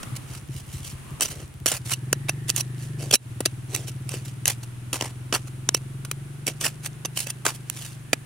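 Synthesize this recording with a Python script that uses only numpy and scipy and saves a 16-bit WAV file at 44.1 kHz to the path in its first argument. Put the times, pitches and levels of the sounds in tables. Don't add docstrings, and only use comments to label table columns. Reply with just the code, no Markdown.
import sys
import numpy as np
from scipy import signal
from scipy.fft import rfft, irfft
from scipy.io import wavfile
from scipy.ndimage import uniform_filter1d, map_coordinates

SR = 44100
rng = np.random.default_rng(int(sys.argv[2]) if len(sys.argv) > 2 else 0)


def store_pcm(level_fs):
    pcm = np.round(np.clip(level_fs, -1, 1) * 32767).astype(np.int16)
    wavfile.write(sys.argv[1], SR, np.atleast_2d(pcm).T)


N = 363825
T = np.arange(N) / SR
PAN = np.array([[.5], [-.5]])

# freq_hz, gain_db
SOIL_SPECTRUM = [(200, 4.5), (380, 6), (650, 4), (900, -0.5), (1500, -3.5), (2900, 7), (3800, 3), (5800, 5),
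                 (7000, 6.5), (9800, 10.5), (11200, 5.5), (12400, 0), (14300, 4.5), (16000, -2.5)]
BAND_EDGES_HZ = [230, 700, 1800, 7500, 16500]
BAND_COHERENCE = [1, 0.95, 0.73, 0.26]
def trowel(ground_db=-1.0, scrape_ring_db=-9):
    stroke_power = strokes()
    stone_power, push, ring_power, notes = stones()
    force = np.sqrt(stroke_power + stone_power)
    filters = [response(SOIL_SPECTRUM, band) for band in zip(BAND_EDGES_HZ, BAND_EDGES_HZ[1:])]
    thud, crunch, grit, hiss = (convolve(band_force * stereo_noise(coherence), ir)
                                for band_force, coherence, ir in zip(force, BAND_COHERENCE, filters))
    ground = (thud + convolve(push, filters[0])) * undb(ground_db)
    soil = ground + clod_gaps(crunch) + pit_echoes(grit + hiss)
    rubbing = stroke_power[2].mean(axis=0)
    ring = blade(ring_power + rubbing * undb(scrape_ring_db) ** 2)
    return microphone_ports(soil + notes + ring + crumbs(rubbing) * dip())


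# crest_s, rise_s, fall_s, grit_db, body_db, crunch_db
BLADE_STROKES = [(.031, .002, .008, -41, -8, -3), (.163, 0.0073, 0.0085, -37.5, -14, -22),
                 (.35, 0.074, .037, -46.5, -10, -4), (.588, 0.059, 0.023, -44.5, -15, -9),
                 (.753, 0.075, 0.1, -47.5, -22, -17), (0.858, 0.029, 0.065, -41.5, -15, -21),
                 (1.218, 0.0024, 0.035, -24.5, -15, -16), (1.308, 0.051, .024, -39.5, -16, -8.5),
                 (1.407, 0.12, 0.039, -50, 2.5, -4), (1.672, .003, 0.059, -28.5, -25, -8),
                 (1.752, .03, .022, -35, -27, -4.5), (1.876, 0.02, .05, -38, -14, -9.5),
                 (1.921, .01, .009, -23, -28, -6), (2.287, .003, 0.012, -36, -2, 2.5),
                 (2.497, 0.011, .011, -26.5, -12, -18), (2.597, 0.035, .011, -29.5, -17, -10),
                 (2.827, 0.045, 0.063, -48, -11, -15), (3.008, 0.018, 0.086, -43, 1.5, -9.5),
                 (3.131, 0.0052, 0.016, -17.5, -7, -12.5), (3.456, .003, 0.01, -25, -7.5, -14),
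                 (3.747, 0.041, 0.081, -41.5, 0.5, -9), (3.886, 0.013, 0.012, -36.5, -10, -14),
                 (4.13, .04, .065, -41, -6, -6), (4.257, 0.0094, 0.039, -45, -11, -10),
                 (4.485, 0.019, 0.034, -29, -16, -5.5), (4.638, 0.011, 0.0063, -41.5, -11, -8.5),
                 (4.936, .004, .031, -28.5, -7.5, -4), (5.03, 0.04, .06, -39.5, -4, -0.5),
                 (5.336, 0.0068, 0.029, -26, -4.5, -0.5), (5.482, 0.013, 0.0051, -43.5, -7, -5),
                 (5.768, 0.0027, 0.008, -37, -8, -9), (6.466, .002, 0.034, -30.5, -1.5, -7.5),
                 (6.616, 0.0097, 0.048, -31, -10, -10), (6.652, 0.012, .032, -27, -20, -3),
                 (6.865, 0.022, 0.0089, -34, -22, -6), (7.186, 0.022, 0.046, -32, -24, -11),
                 (7.279, 0.0086, 0.017, -39, -14, -1.5), (7.457, 0.0035, 0.041, -25.5, -10, -1),
                 (7.546, 0.0085, 0.023, -45.5, -26, -9), (7.8, 0.079, 0.11, -41.5, -19, -9.5)]
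def strokes(grain_db=3.0, grain_hz=1500, slip_db=3.0, slip_hz=220):
    power = np.zeros((4, 2, N))
    for crest_s, rise_s, fall_s, grit_db, body_db, crunch_db in BLADE_STROKES:
        span, envelope = contact(crest_s, rise_s, fall_s, order=2)
        hiss_db = -4 - .18 * body_db
        power[:, :, span] += band_power(grit_db, body_db, crunch_db, hiss_db, pan_db=-2) * envelope
    cracks_db = grain_db * np.minimum(drift(grain_hz), 2.5)
    stick_slip_db = slip_db * np.minimum(drift(slip_hz), 2)
    roughness = undb(cracks_db + stick_slip_db) ** 2
    return power * (roughness / roughness.mean() + pebbles())


def pebbles(rate_hz=45, level_db=5, scatter_db=3, fall_s=0.00062):
    hits = rng.random(N) < rate_hz / SR
    power = undb(level_db + scatter_db * np.clip(rng.standard_normal(N), -2, 2)) ** 2
    return signal.lfilter([1], [1, -np.exp(-1 / (fall_s * SR))], hits * power)


# crest_s, fall_s, grit_db, body_db, hiss_db, pan_db, ring_db, pitch_hz
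STONE_KNOCKS = [(1.199, 0.0026, -37, 3, -7, -3, -18, 1300), (1.2083, 0.0032, -16, -14, -1, -2, -18, 9050),
                (1.6597, 0.0027, -17, -4.5, 4.5, -1, -12, 5600),
                (1.6659, 0.0025, -14.5, -17, -0.5, -2, -16, 7250),
                (1.7168, 0.01, -24, -4, -3, -3, -16, 7200), (2.129, 0.0017, -12, -0.5, 2, -2, -6, 6710),
                (2.5013, 0.00045, -12, -26, 1, -11, -14, 7300),
                (2.563, 0.00066, -13.5, -33, -1, -10, -25, 6660),
                (3.138, .0052, -8, -25, -9, 0, -5.5, 5440), (3.4053, 0.003, -28.5, 11.5, 5, -2, -6, 9000),
                (3.459, 0.0013, -9.5, -8, -6, 6, -6.5, 4720),
                (3.7623, 0.00067, -23.5, -18, 10, -5, -16, 2260),
                (4.0923, 0.0012, -24, -27, -4, -6, -8, 9600), (4.14, .005, -33, 6, 0, -2, -16, 2700),
                (4.4566, 0.00064, -10.5, -18, -1.5, 3, -4.5, 6500),
                (4.479, .0011, -11, -20, 4, -1, -20, 6530), (4.93, 0.0029, -21, -1.5, 2.5, -2, -16, 2660),
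                (5.0107, 0.0012, -18.5, -2, -9, -3, -17, 5900),
                (5.0234, 0.0013, -22.5, 2.5, -19, 0, -16, 1970),
                (5.3258, 0.0043, -19, -1, -15, -4, -16, 2950), (5.6899, 0.0013, -6, -11, -22, 3, -25, 5840),
                (6.0496, 0.0033, -31, -1, -2, -2, -8, 9040), (6.1134, 0.0025, -22, -8, 3, 1, -13, 2440),
                (6.4677, 0.0017, -18, -16, 0, -2.5, -24, 5960), (7.0495, 0.005, -27, -2, -7, -4, -20, 6100),
                (7.2031, .0036, -23.5, -26, -2, -7, -18, 9300),
                (7.4517, 0.0027, -24.5, -0.5, 2, -7, -16, 7390),
                (7.4649, .002, -11.5, -4, -20, -1, -12, 1570),
                (7.6993, 0.00045, -18, -19, 5.5, -11, -22, 7300),
                (8.1313, .003, -10.5, -4, -6, -4, -20, 2450)]
# crest_s, rise_fall_s, grit_db, body_db, pitch_hz
STONE_SLIPS = [(1.2227, 0.0046, -23, -9.5, 7930), (1.2572, 0.0028, -29, -8, 6000),
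               (1.681, 0.0041, -23.5, -11, 5970), (1.9365, 0.0035, -22.5, -38, 2860),
               (2.2947, 0.0021, -19.5, -5, 2630), (2.495, 0.0022, -24, -16, 6500),
               (2.609, 0.0025, -22.5, -27, 5800), (3.1124, 0.0015, -18, -9.5, 3390),
               (3.146, 0.0015, -17, -14, 5510), (3.1551, 0.0024, -16.5, -24, 9870),
               (3.7495, 0.0026, -21, -24, 6170), (5.3489, 0.0018, -19.5, -21, 2720),
               (5.7473, 0.0015, -14, -6.5, 5570), (6.4796, 0.00275, -23.5, -23, 2265),
               (6.645, 0.0035, -25, -11, 1835), (6.6657, 0.0021, -24.5, -12, 2940),
               (7.057, 0.0015, -24.5, -11, 6140), (7.1749, 0.0016, -19.5, -12.5, 3020),
               (7.271, 0.0029, -31, -6, 2630), (7.3038, .003, -26, -26, 9300)]
def stone_contacts(knock_rise_s=0.00033, knock_note_db=-1.5,
                   slip_hiss_db=-0.5, slip_pan_db=-3, slip_ring_db=-2, slip_note_db=0):
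    for crest_s, *knock in STONE_KNOCKS:
        yield crest_s, knock_rise_s, *knock, knock_note_db
    for crest_s, rise_fall_s, grit_db, body_db, pitch_hz in STONE_SLIPS:
        yield (crest_s, rise_fall_s, rise_fall_s, grit_db, body_db,
               slip_hiss_db, slip_pan_db, slip_ring_db, pitch_hz, slip_note_db)


def stones(push_share=0.64):
    power, notes = np.zeros((4, 2, N)), np.zeros((2, N))
    push, ring_power = np.zeros(N), np.zeros(N)
    for (crest_s, rise_s, fall_s, grit_db, body_db,
         hiss_db, pan_db, ring_db, pitch_hz, note_db) in stone_contacts():
        span, envelope = contact(crest_s, rise_s, fall_s, order=1)
        crunch_db = -1.5 + .55 * body_db
        power[:, :, span] += band_power(grit_db, body_db, crunch_db, hiss_db, pan_db) * envelope
        onset = int((crest_s - rise_s) * SR)
        push[onset] += undb(grit_db + body_db) * np.sqrt(push_share * envelope.sum())
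        ring_power[span] += undb(grit_db + ring_db) ** 2 * envelope
        phase = 2 * np.pi * pitch_hz * (T[span] - crest_s) + .5 * rng.standard_normal((2, 1))
        notes[:, span] += undb(grit_db + note_db + PAN * pan_db) * np.sqrt(2 * envelope) * np.sin(phase)
    power[0] *= 1 - push_share
    return power, push, ring_power, notes


# freq_hz, gain_db, t60_s
BLADE_MODES = [(2230, -17, 0.02), (2697, 1, 0.045), (2995, 1.5, 0.035), (3940, -7, .06), (4530, 4, 0.021),
               (5706, 4, 0.032), (6010, 6, 0.029), (7020, -14, 0.051), (8350, -17.5, .04),
               (9880, -12, .045), (11100, 3, 0.031), (14000, -12, .045)]
def blade(drive_power):
    t = T[:SR // 8]
    ring = sum(undb(gain_db - 60 * t / t60_s) * np.sin(2 * np.pi * freq_hz * t)
               for freq_hz, gain_db, t60_s in BLADE_MODES)
    return convolve(np.sqrt(drive_power) * stereo_noise(coherence=0.78), ring / np.linalg.norm(ring))


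def crumbs(rubbing, mean_rate_hz=160, settle_s=0.035, level_db=-49, scatter_db=3, crumble_s=0.00052):
    settle, crumble = np.exp(-1 / (settle_s * SR)), np.exp(-1 / (crumble_s * SR))
    airborne = signal.lfilter([1 - settle], [1, -settle], np.sqrt(rubbing))
    landings = rng.random(N) < mean_rate_hz * airborne / airborne.mean() / SR
    impacts = landings * undb(level_db + scatter_db * rng.standard_normal(N)) ** 2
    power = signal.lfilter([1], [1, -crumble], impacts)
    patter = np.sqrt(power) * stereo_noise(coherence=0.28)
    return convolve(patter, response(SOIL_SPECTRUM, band_hz=(600, 9000)))


def clod_gaps(crunch, centre_hz=1500, wander=0.19, wander_hz=12, echo_gain=0.36):
    lag = SR / centre_hz * np.exp(wander * drift(wander_hz))
    echo = np.array([map_coordinates(channel, [np.arange(N) - lag], order=1) for channel in crunch])
    return (crunch + echo_gain * echo) / np.sqrt(1 + echo_gain ** 2)


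def pit_echoes(scrape, lag_s=0.000555, wander=0.272, wander_hz=9, echo_gain=0.48, count=2):
    samples, total = np.arange(N), scrape.copy()
    for bounce in range(1, count + 1):
        lag = lag_s * bounce * SR * np.exp(wander * drift(wander_hz) / bounce)
        for channel, path in enumerate((1, 1.06)):
            total[channel] += echo_gain * map_coordinates(scrape[channel], [samples - lag * path])
    return total / np.sqrt(1 + count * echo_gain ** 2)


# freq_hz, pan_db, lead_rad
PORT_RESPONSE = [(200, .5, 0), (700, 1, -.1), (1400, 1, -.5), (1950, 0, -1.1), (2500, -3, -.3),
                 (3400, 1, .7), (4500, -.5, -.3), (6000, -2, .7), (8000, 0, .4), (15000, .5, .7)]
def microphone_ports(sound):
    pan_db, lead_rad = over_frequency(PORT_RESPONSE, np.arange(N // 2 + 1) * SR / N)
    return irfft(rfft(sound) * undb(PAN * pan_db) * np.exp(1j * PAN * lead_rad), N)


# time_s, firing_hz, exhaust_db, pipe_hz
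ENGINE_RUN = [(0, 18.0, -41, 123), (.26, 16.41, -39, 127), (.62, 15.7, -40.5, 126),
              (1.08, 16.1, -40.5, 132.5), (1.54, 16.16, -44, 128), (1.85, 16, -35.5, 121.3),
              (2.1, 22.7, -31.5, 130.5), (2.62, 25.3, -33, 130.3), (2.99, 24.1, -31, 133),
              (3.31, 18.3, -36, 119), (4.1, 19, -33, 127), (4.8, 20.52, -36.5, 120.2),
              (5.2, 21, -36, 121.8), (6, 22.26, -34.5, 130.7), (6.49, 24.1, -37.5, 135),
              (7.4, 25.5, -39, 133.2), (8.25, 23.6, -40.5, 129)]
# freq_hz, gain_db
EXHAUST_SPECTRUM = [(22, -55), (46, -17.5), (66, -34), (90, -16.5), (110, -8), (128, 2), (142, -2),
                    (156, -13.5), (180, -19.5), (250, -27.5), (330, -21.5), (400, -30.5), (480, -43),
                    (900, -77.5)]
# start_s, level_db
EXHAUST_THUMPS = [(0.123, 4.5), (0.494, 7)]
# freq_hz, gain_db
CHUG_SPECTRUM = [(20, -29), (42, -11.5), (75, 3.5), (105, 7), (160, -9), (400, -40.5)]
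def engine(idle_hz=16.56, settle_hz=1.2, idle_uneven=.75, running_uneven=0.17, nominal_pipe_hz=128,
           rumble_db=-10, chug_db=-46, chug_fall_db_per_hz=4.5, pan_db=0.75):
    firing_hz, exhaust_db, pipe_hz = over_time(ENGINE_RUN)
    idling = np.exp(-np.maximum(firing_hz - idle_hz, 0) / settle_hz)
    uneven = running_uneven + (idle_uneven - running_uneven) * idling
    onsets, pulses = firings(firing_hz, uneven)
    pipe = response(EXHAUST_SPECTRUM)
    ring, taps = lagging_bass(pipe), np.arange(len(pipe))
    boom, thumps = np.zeros(N + len(taps)), np.zeros(N)
    for i in onsets:
        boom[i + taps] += pulses[i] * np.interp(taps * pipe_hz[i] / nominal_pipe_hz, taps, ring, right=0)
    rumble = rng.standard_normal(N) * np.sqrt(firing_hz / SR) * uneven * undb(rumble_db)
    boom = boom[:N] + convolve(rumble, pipe)[0]
    boom /= np.sqrt(uniform_filter1d(boom ** 2, SR // 3))
    firing_gain = np.sqrt(SR / firing_hz)
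    for start_s, level_db in EXHAUST_THUMPS:
        i = int(start_s * SR)
        thumps[i] = undb(level_db) * firing_gain[i]
    exhaust = (boom + convolve(thumps, pipe)) * undb(exhaust_db)
    chug = convolve(pulses * firing_gain, lagging_bass(response(CHUG_SPECTRUM)))
    chug *= undb(chug_db - chug_fall_db_per_hz * (firing_hz - idle_hz))
    return (exhaust + chug) * undb(PAN * pan_db)


def firings(firing_hz, uneven, jitter_s=.002, scatter_db=4.0):
    onsets = np.flatnonzero(np.diff(np.floor(np.cumsum(firing_hz) / SR)))
    lateness, strength = rng.standard_normal((len(onsets), 2)).T * uneven[onsets]
    shift = (lateness * uneven[onsets] * jitter_s * SR).astype(int)
    onsets = np.clip(onsets + shift, 0, N - 1)
    pulses = np.zeros(N)
    pulses[onsets] = undb(scatter_db * strength)
    return onsets, pulses


def lagging_bass(ir, lag_s=0.03228, corner_hz=100, knock_lag_s=0.01564, knock_hz=330, width_hz=120):
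    hz = np.arange(len(ir) // 2 + 1) * SR / len(ir)
    delay_s = lag_s / (1 + (hz / corner_hz) ** 4)
    delay_s += knock_lag_s * np.exp(-((hz - knock_hz) / width_hz) ** 2)
    return irfft(rfft(ir) * np.exp(-2j * np.pi * np.cumsum(delay_s) * hz[1]))


# time_s, centre_hz, level_db
WHIRR_TRACK = [(0, 1230, -47.5), (.5, 1201, -69), (1.2, 1080, -53.5), (1.55, 1197, -69), (2.2, 1860, -55.5),
               (3, 1746, -56.5), (3.3, 1404, -67), (6, 1389, -65), (8.25, 1723, -62.5)]
def whirr(half_width_hz=130):
    centre_hz, level_db = over_time(WHIRR_TRACK)
    lowpass = signal.butter(2, half_width_hz, fs=SR, output="sos")
    band = signal.sosfilt(lowpass, stereo_noise(coherence=0.073))
    band *= np.cos(2 * np.pi * np.cumsum(centre_hz) / SR)
    return band / band.std() * undb(level_db)


# freq_hz, gain_db
AIR_SPECTRUM = [(30, 1.5), (150, 7.5), (330, 0.5), (480, -6.5), (700, -7), (1300, -8), (2800, -10),
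                (4900, -18.5), (7500, -16), (9000, -12.5), (9900, -8), (10800, -19), (13000, -21),
                (16000, -28)]
# time_s, level_db
AIR_TRACK = [(0, -39.5), (.45, -47.5), (1.15, -43.5), (1.55, -49.5), (2.2, -46), (3.05, -46.5),
             (8.25, -47.5)]
def air():
    level_db, = over_time(AIR_TRACK)
    return convolve(stereo_noise(coherence=0.13), response(AIR_SPECTRUM)) * undb(level_db)


def dip(at_s=3.16, depth_db=-18, fall_s=0.022, recover_s=0.076):
    t = T - at_s
    return undb(depth_db * np.exp(-(t / np.where(t < 0, fall_s, recover_s)) ** 2))


def contact(crest_s, rise_s, fall_s, order):
    span = np.arange(max(int((crest_s - 5 * rise_s) * SR), 0), min(int((crest_s + 5 * fall_s) * SR), N))
    t = T[span] - crest_s
    return span, np.exp(-2 * np.where(t < 0, -t / rise_s, t / fall_s) ** order)


def band_power(grit_db, body_db, crunch_db, hiss_db, pan_db):
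    level_db = grit_db + np.array([body_db, crunch_db, 0, hiss_db])
    side_db = np.outer([0, 0, 1, 1], PAN) * pan_db
    return undb(level_db[:, None] + side_db)[:, :, None] ** 2


def response(spectrum, band_hz=None, size=8192):
    hz = np.arange(size // 2 + 1) * SR / size + 1
    gain = undb(over_frequency(spectrum, hz)[0])
    if band_hz is not None:
        gain /= np.sqrt((1 + (band_hz[0] / hz) ** 8) * (1 + (hz / band_hz[1]) ** 8))
    cepstrum = irfft(np.log(gain + 1e-5))
    cepstrum[1:size // 2] *= 2
    cepstrum[size // 2 + 1:] = 0
    ir = irfft(np.exp(rfft(cepstrum)))
    return ir / np.linalg.norm(ir)


def convolve(sound, ir):
    return signal.oaconvolve(np.atleast_2d(sound), ir[None], axes=1)[:, :N]


def stereo_noise(coherence):
    shared = np.sqrt(coherence) * rng.standard_normal(N)
    return shared + np.sqrt(1 - coherence) * rng.standard_normal((2, N))


def drift(rate_hz):
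    curve = np.interp(T * rate_hz, np.arange(N // 4), rng.standard_normal(N // 4))
    return curve / curve.std()


def over_time(rows):
    time_s, *columns = np.transpose(rows)
    return [np.interp(T, time_s, column) for column in columns]


def over_frequency(rows, hz):
    freq_hz, *columns = np.transpose(rows)
    return [np.interp(np.log(hz + 1), np.log(freq_hz), column) for column in columns]


def undb(db):
    return 10 ** (np.asarray(db) / 20)


def scene(air_dip_share=0.61):
    return trowel() + (engine() + whirr()) * dip() + air() * dip() ** air_dip_share


def record(dry, ceiling=.88, top_hz=15900):
    rounded = dry / (1 + (dry / ceiling) ** 4) ** .25
    return signal.sosfilt(signal.ellip(10, .2, 80, top_hz, fs=SR, output="sos"), rounded)


dry = scene()
out = record(dry)
store_pcm(out)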